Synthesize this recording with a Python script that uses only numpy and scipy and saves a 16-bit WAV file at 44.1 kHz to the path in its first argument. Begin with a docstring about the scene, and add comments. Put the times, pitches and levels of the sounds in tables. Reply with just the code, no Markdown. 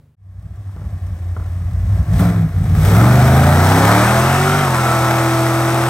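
"""A nearby car idles for an instant and fades out, as a few steady tones over a rumble of filtered noise.
A V8 coupe across a tree-lined road then fades in: it lopes at idle with a few clacks and blips its throttle.
It climbs to high revs with a brief burst of tyre hiss on the way, then holds a lower steady speed. Engine
orders, harmonics of the firing cycle, make its boom and bark; noise gated at every firing makes its rasp,
clatter, hiss and sizzle. Dull roadside echoes follow the noises; two microphone ports hear it in stereo."""
import sys
import numpy as np
from scipy import signal
from scipy.fft import rfft, irfft
from scipy.io import wavfile
from scipy.ndimage import uniform_filter1d

SR = 44100
rng = np.random.default_rng(int(sys.argv[2]) if len(sys.argv) > 2 else 0)


def store_wav(level_fs):
    """Save 16-bit WAV to argv[1]."""
    pcm = np.round(np.clip(np.atleast_2d(level_fs), -1, 1) * 32767)
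    wavfile.write(sys.argv[1], SR, pcm.T.astype(np.int16))


N = 259749
TIME = np.arange(N) / SR  # s
BINS = np.maximum(np.arange(N // 2 + 1) * SR / N, 1)  # Hz
NEAR_BEATS = [0, 2, 3, 5]  # the near bank's firings among the eight of a cycle


def from_db(db):
    """Decibels are logarithmic: 20 dB is a tenfold amplitude."""
    return 10 ** (np.asarray(db) / 20)


def rms_one(x):
    """Mean-square normalisation: scale a signal to unit power."""
    return x / np.sqrt(np.mean(x ** 2) + 1e-20)


def in_time(rows):
    """Linear interpolation in time: one curve for each column of a table."""
    seconds, *columns = np.transpose(rows)
    return [np.interp(TIME, seconds, column) for column in columns]


def at_hz(points, hz):
    """Interpolation on a logarithmic frequency axis, where equal ratios are equal steps."""
    table_hz, value = np.transpose(points)
    return np.interp(np.log(hz), np.log(np.maximum(table_hz, 1)), value)


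def bump(center, width):
    """Gaussian envelope: a smooth rise and fall of height 1 around a moment."""
    return np.exp(-((TIME - center) / width) ** 2)


def drift(rate):
    """Low-passed white noise: slow random change of unit power, with a double pole at the rate in Hz."""
    step = 40  # samples between the slow values
    settling = 2000  # slow values dropped while the filter settles
    pole = np.exp(-2 * np.pi * rate * step / SR)
    white = rng.standard_normal(N // step + settling + 2)
    slow = rms_one(signal.lfilter([1], [1, -2 * pole, pole * pole], white)[settling:])
    return np.interp(np.arange(N) / step, np.arange(len(slow)), slow)


def levelled(x, window):
    """Automatic gain: divide by the short-term rms, which evens the slow level but keeps the pulsing."""
    power = uniform_filter1d(x ** 2, max(int(window * SR), 2))
    power = uniform_filter1d(power, max(int(window * SR / 2), 2))
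    return x / np.sqrt(power + 1e-12)


def turbulence(spectrum, gate):
    """Amplitude-modulated noise: gated, then coloured, partly coherent in stereo and of unit power."""
    # likeness of the two microphone ports: (frequency [Hz], correlation [0-1])
    likeness = [(150, 1), (700, .98), (1400, .94), (2800, .75), (5000, .7), (9000, .9), (15000, .92)]
    mid, side = rfft(rng.standard_normal((2, N)) * gate)
    alike = np.clip(at_hz(likeness, BINS), 0, 1)
    pair = np.sqrt(1 + alike) * mid + np.sqrt(1 - alike) * side * np.array([[1], [-1]])
    return rms_one(irfft(pair * from_db(at_hz(spectrum, BINS)), N))


def near_idle():
    """Additive synthesis: phase-wandering sines and low-weighted noise form a hum that fades away."""
    # tones of the nearby car before its fade: (frequency [Hz], level [dB rms])
    hum_tones = [(73, -59), (97, -55), (121, -57), (146, -54), (230, -65)]
    hum = np.zeros(N)
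    for hz, db in hum_tones:
        phase = 2 * np.pi * hz * TIME + 0.3 * drift(6.6)
        hum += from_db(db) * np.sqrt(2) * np.sin(phase)
    rumble_spectrum = [(30, -9), (120, -0.5), (400, -16.0), (1500, -28), (6000, -40.5)]
    rumble = from_db(-57) * turbulence(rumble_spectrum, 1)
    return (hum + rumble) * np.interp(TIME, [0, .06, .148, .155], [1.35, 1.0, 0.52, 0])


def roadside(x, dull_hz):
    """Discrete reflection: the bank and trees return delayed copies that have lost treble."""
    # echoes against the direct sound: (delay [s], level [dB])
    echoes = [(.031, -7), (.058, -11.5), (.094, -12.5), (0.142, -41)]
    dull = signal.sosfilt(signal.butter(1, dull_hz, fs=SR, output="sos"), x)
    heard = x.copy()
    for delay, db in echoes:
        heard += from_db(db) * np.pad(dull, ((0, 0), (int(delay * SR), 0)))[:, :N]
    return heard


def ports(x):
    """Interchannel differences: two microphone ports hear the car with different level and phase."""
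    # level difference: (frequency [Hz], left over right [dB])
    lean = [(150, .1), (700, .6), (1000, 1.8), (1300, -.7), (2000, 0), (2700, 3.5), (3900, 2), (4800, 4),
            (6000, 6), (7500, 3), (8400, 3), (9200, 0)]
    # phase difference: (frequency [Hz], left ahead of right [rad])
    lead = [(0, 0), (1720, .55), (2410, 1.7), (3100, 1.1), (4650, 1.2), (6800, .5), (7670, 1.6),
            (9000, 1.7), (10050, np.pi), (12000, 5.6), (13900, 3 * np.pi), (15500, 12)]
    phase = np.interp(BINS, *np.transpose(lead))
    half = from_db(at_hz(lean, BINS) / 2) * np.exp(.5j * phase)  # half to each port
    return irfft(rfft(x) * np.array([half, 1 / half]), N)


def clacks():
    """Impulsive excitation: brief dull noise bursts start at once and decay exponentially."""
    # clacks at idle, before the trim: (time [s], peak level [dB])
    strikes = [(0.572, -42), (0.693, -38), (0.764, -34), (0.814, -37), (1.365, -27)]
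    decay_s, trim_db = 0.01, -0.5
    envelope = np.zeros(N)
    for start, db in strikes:
        envelope += from_db(db + trim_db) * (TIME >= start) * np.exp(-np.abs(TIME - start) / decay_s)
    return envelope * turbulence([(100, 5), (400, 6), (1400, 0), (2500, -33), (8000, -46)], 1)


def tyre_slip_db():
    """Sliding friction: the hiss jumps as the tyres break loose and settles as they heat up."""
    slip_s, attack_s, settle_s = 3.62, .04, 0.15
    jump_db = 2.5  # the settling already trims it during the attack
    since = np.maximum(TIME - slip_s, 0)
    return jump_db * np.minimum(since / attack_s, 1) * np.exp(-since / settle_s)


def gulp_db(bark_db):
    """Transient intake flow: a high-pass finds how far the throttle is ahead of its recent average."""
    gulp_s = 0.07  # time constant of the intake's gulp of air
    keep = np.exp(-1 / (gulp_s * SR))
    return signal.lfilter([keep, -keep], [1, -keep], bark_db - bark_db[0])


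def hiss_and_sizzle(bark_db, speed, revving, gate):
    """Jet and friction noise: broadband treble follows the throttle and pulses with the firings."""
    # hiss of jets and spinning tyres: (frequency [Hz], relative density [dB per Hz])
    hiss_spectrum = [(1500, -1.5), (2900, -1), (3600, 0.5), (4300, -4.5), (5700, -1), (6900, -6),
                     (8400, 2.5), (9100, 1), (10100, -10), (11700, -1), (13400, -12.5), (15700, -13)]
    # thin sizzle: (frequency [Hz], relative density [dB per Hz])
    sizzle_spectrum = [(5000, -38), (8500, -18), (11800, 3), (13500, -4), (15500, -2.5)]
    lead_s = .015  # the hiss rises a moment before the bark builds
    follows = 0.97  # share of the bark's swing in dB
    hiss_gulp, sizzle_gulp = 0.25, .3  # extra dB per dB of sudden opening; the sizzle gets both
    hiss_trim_db, sizzle_trim_db = -11, -15

    gulp = gulp_db(bark_db)
    level_db = follows * np.interp(TIME + lead_s, TIME, bark_db) + hiss_gulp * gulp + tyre_slip_db()
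    hiss = from_db(level_db + hiss_trim_db) * turbulence(hiss_spectrum, 3.6 + gate)
    # the sizzle is absent at slow idle and thins out towards 41 cycles per s
    thinning = np.clip((41 - speed) / 21, 0, 1) * revving
    sizzle_level = from_db(level_db + sizzle_trim_db + sizzle_gulp * gulp) * thinning
    return hiss + sizzle_level * turbulence(sizzle_spectrum, 1.5 + gate)


def puffs(turns, decay, spread_db, far_db):
    """Pulsed flow: each opening valve lets out a random-sized puff that decays until the next one."""
    beat, within = np.divmod(8 * turns, 1)
    beat = beat.astype(int)
    near = np.isin(beat % 8, NEAR_BEATS)
    size_db = spread_db * rng.standard_normal(4096)[beat] + np.where(near, 0, far_db)
    return rms_one(from_db(size_db) * np.exp(-within / decay))  # decay in beats


def rasp_and_clatter(revving, gate):
    """Equal-power crossfade: gas rasp takes over from mechanical clatter as the revs rise."""
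    # gas rasp at high revs: (frequency [Hz], relative density [dB per Hz])
    rasp_spectrum = [(30, -12), (120, -1), (300, -2), (400, -1), (520, -4.5), (730, 4), (1000, -5),
                     (1280, 1.5), (1550, -3.5), (2000, -5.5), (2400, -7.5), (2900, -26.5), (4000, -18),
                     (8000, -50)]
    # mechanical clatter at idle: (frequency [Hz], relative density [dB per Hz])
    clatter_spectrum = [(30, -27), (150, -4), (290, 9.5), (380, 2), (470, 0.5), (700, 7.5), (950, -4),
                        (1100, 3.5), (1450, -5.5), (1700, -1.5), (2300, -7.5), (2900, -19), (6000, -23)]
    rasp = np.sqrt(revving) * turbulence(rasp_spectrum, 1.0 + gate)
    clatter = np.sqrt(1 - revving) * turbulence(clatter_spectrum, 7.9 + gate)
    return rasp + clatter


def sweeping(speed):
    """Rate of change of the revs: 0 when held, 1 from twelve cycles per s each second."""
    change = uniform_filter1d(np.abs(np.gradient(speed)), SR // 5)
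    return np.clip(change * SR / 12, 0, 1)


def combustion(speed):
    """Cyclic variation: firings grow more even with speed; changing revs trade tone for rasp."""
    # (speed [cycles per s], unevenness [0-1], relative bark tone [dB], relative rasp [dB])
    burn = [(12.8, 0.65, -15.5, 0), (19.64, 0.6, -2.5, -2.5), (23.1, 0.19, 0.5, -3), (43.7, 0, -1.04, -6.5)]
    sweep_tone_db, sweep_rasp_db = -1.5, 1.26  # at full sweep
    speeds, *columns = np.transpose(burn)
    uneven, tonal_db, rasp_db = [np.interp(speed, speeds, column) for column in columns]
    sweep = sweeping(speed)
    return uneven, tonal_db + sweep_tone_db * sweep, rasp_db + sweep_rasp_db * sweep


def bank(order):
    """Phasor sum over the eight firings of a cycle, those of the far bank weaker."""
    beats = np.arange(8)
    strength = np.where(np.isin(beats, NEAR_BEATS), 1, .35)
    return np.sum(strength * np.exp(-2j * np.pi * order * beats / len(beats)))


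def swell_db(order):
    """Spectral balance in motion: one engine order swells or sinks for a while."""
    # (time [s], engine order, half-width [s], change [dB])
    swells = [(1.3, 8, 0.93, 4.5), (2.8, 3, 0.53, -1), (3.15, 15, 0.22, 18), (3.4, 8, 0.32, -4.5),
              (3.5, 7, 0.18, 7.5), (3.721, 12, 0.22, 8.5), (4.05, 5, 0.15, 2.5), (4.14, 16, 0.078, 5),
              (4.4, 8, .15, 5.5), (4.45, 32, 0.14, -20), (4.91, 32, 0.1, 11.5), (5.3, 32, 0.32, 6),
              (5.45, 16, 0.12, 6.5), (5.5, 8, 0.46, 11), (5.7, 3, 1.3, 11)]
    return sum(db * bump(s, width) for s, k, width, db in swells if round(k) == order)


def exhaust_tones(turns, speed, uneven, load, ripple_db, count=66):
    """Source-filter principle: engine orders through pipe resonances, split into boom and bark."""
    # orders 1, 2, 3 ..; uneven firing in each bank favours 3, 5, 8, 11, 13, 16: (relative level [dB])
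    order_db = [-8, -11.5, -2, -6.5, 6, -0.5, -7, 13, 5.5, -0.5, 8, 5.5, 10.5, 3, 1, 12, 2.5, -5.5, 8, 2.5,
                9, -23, 6.5, 7.5, 1, 8.5, -36, 8, 1, 3, 5.5, 6.5, -19, -5, 6.5, -3]
    # response of the exhaust under load: (frequency [Hz], gain [dB])
    pipes = [(25, -30), (45, -15), (65, 5.5), (90, 14.5), (130, 9), (170, 0.5), (230, -6), (340, -9.5),
             (480, -13.5), (700, -4.5), (1000, -8), (1300, -6), (1700, -9), (2600, -14)]
    # response on a light throttle: (frequency [Hz], gain [dB])
    pipes_light = [(25, -34), (42, -4), (56, 11.5), (72, 11.5), (94, 12), (112, 2), (135, -7), (163, 0),
                   (200, -14.5), (300, -26.5), (700, -36), (2600, -51)]
    shake_per_order = 0.0063  # high orders feel every small change between firings
    blur_order = 31.6  # while the revs move, orders from about here up dissolve into roar

    climbing = sweeping(speed)
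    boom, bark = np.zeros(N), np.zeros(N)
    for k in range(1, count + 1):
        hz = k * speed
        low = np.clip((320 - hz) / 60, 0, 1)  # the boom's share
        pipes_db = load * at_hz(pipes, hz) + (1 - load) * at_hz(pipes_light, hz)
        # a moving order sweeps through narrow pipe resonances and flickers
        pipes_db = pipes_db + ripple_db * climbing * (1 - low) * drift(4.6)
        level_db = order_db[min(k, len(order_db)) - 1] + swell_db(k) + pipes_db
        # reflections in the pipes smear the pulses, more so in the high orders
        smear = min(.05 * k, 1.1) * rng.standard_normal()
        angle = 2 * np.pi * k * turns + np.angle(bank(k)) + smear
        # random modulation of amplitude and phase, with its added power partly compensated
        shake = uneven + shake_per_order * k + climbing * (k / blur_order) ** 2
        flutter_hz = min(5 + k * k / 30, 45)
        wobble = shake * (drift(flutter_hz) + 1j * drift(flutter_hz))
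        wave = np.real((1 + wobble) * np.exp(1j * angle)) / np.sqrt(1 + shake ** 2)
        tone = from_db(level_db) * wave
        boom += low * tone
        bark += (1 - low) * tone
    return levelled(boom, window=.09), levelled(bark, window=.11)


def lope(turns, revving):
    """Cyclic misfire: at idle some cylinders fire weakly about once a cycle, by a changing amount."""
    weak_firing = np.cos(np.pi * turns + .4 * drift(4)) ** 6
    dropout = weak_firing * np.clip(.4 + .35 * drift(5), 0, 1)
    return 1 + (1 - revving) * (.13 - dropout)


def boom_level_db():
    """Envelope control: the boom sags briefly wherever the engine stumbles at low revs."""
    # exhaust boom before sags and trim: (time [s], level [dB])
    boom_curve = [(0.3, -21), (0.7, -24), (1.7, -19), (2.0, -12), (2.22, -10), (2.5, -13.5), (2.98, -7.5),
                  (3.5, -9.5), (4.1, -14), (4.7, -17), (5.89, -18)]
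    # stumbles: (time [s], depth [dB])
    stumbles = [(0.8, 4), (2.062, 13), (2.33, 3.5), (2.52, 10), (2.68, 3.5), (2.83, 1)]
    return in_time(boom_curve)[0] - sum(db * bump(s, .035) for s, db in stumbles)


def scene():
    """Superposition: crank speed and throttle drive every layer of the coupe, after the nearby idle."""
    # crank speed through idle, blip, climb and hold: (time [s], four-stroke cycles [per s])
    speed_curve = [(0.7, 12.1), (1.3, 10.9), (1.85, 11.1), (2.12, 13.0), (2.22, 22.0), (2.38, 21.3),
                   (2.6, 17.5), (2.88, 19.6), (3.08, 24.4), (3.38, 26.9), (3.68, 31.3), (3.88, 35.2),
                   (4.42, 47.3), (4.6, 49.1), (4.72, 42.6), (4.87, 41.4), (5.5, 41.43), (5.89, 42.2)]
    # throttle, as the level of the bark before trims: (time [s], level [dB])
    throttle = [(0.8, -48), (1.8, -43), (1.96, -38), (2.08, -40.5), (2.22, -25), (2.5, -39.5),
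                (2.74, -33.5), (2.88, -20.5), (3.05, -19), (3.5, -18), (3.95, -13.5), (4.6, -16),
                (4.71, -18), (4.9, -16.5), (5.89, -18)]
    boom_trim_db, bark_trim_db, rasp_trim_db = -0.3, 0.45, -0.5
    fade_start_s, fade_length_s = .165, 0.7

    speed, = in_time(speed_curve)
    bark_db, = in_time(throttle)
    uneven, tonal_db, rasp_db = combustion(speed)
    turns = 1 + np.cumsum(speed) / SR + .0008 * drift(25)  # cycles, with a little jitter
    load = np.clip((speed - 18.5) / 5, 0, 1)
    revving = np.clip((speed - 13) / 8, 0, 1)

    gate = puffs(turns, decay=0.84, spread_db=5.0, far_db=4.0)
    rasp = from_db(bark_db + rasp_db + rasp_trim_db) * rasp_and_clatter(revving, gate)
    treble = hiss_and_sizzle(bark_db, speed, revving, gate)
    noise = roadside(rasp + treble + clacks(), dull_hz=3040)

    boom, bark = exhaust_tones(turns, speed, uneven, load, ripple_db=3.5)
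    boom = from_db(boom_level_db() + boom_trim_db) * boom * lope(turns, revving)
    bark = from_db(bark_db + tonal_db + bark_trim_db) * bark
    fade_in = np.clip((TIME - fade_start_s) / fade_length_s, 0, 1)
    return ports(boom + bark + noise) * fade_in + near_idle()


def record(dry):
    """Soft saturation rounds the highest peaks, and a steep low-pass cuts the top."""
    cutoff_hz = 15800
    rounded = dry / (1 + np.abs(dry / .96) ** 6) ** (1 / 6)
    return signal.sosfilt(signal.ellip(12, .1, 90, cutoff_hz, fs=SR, output="sos"), rounded)


dry = scene()
out = record(dry)
store_wav(out)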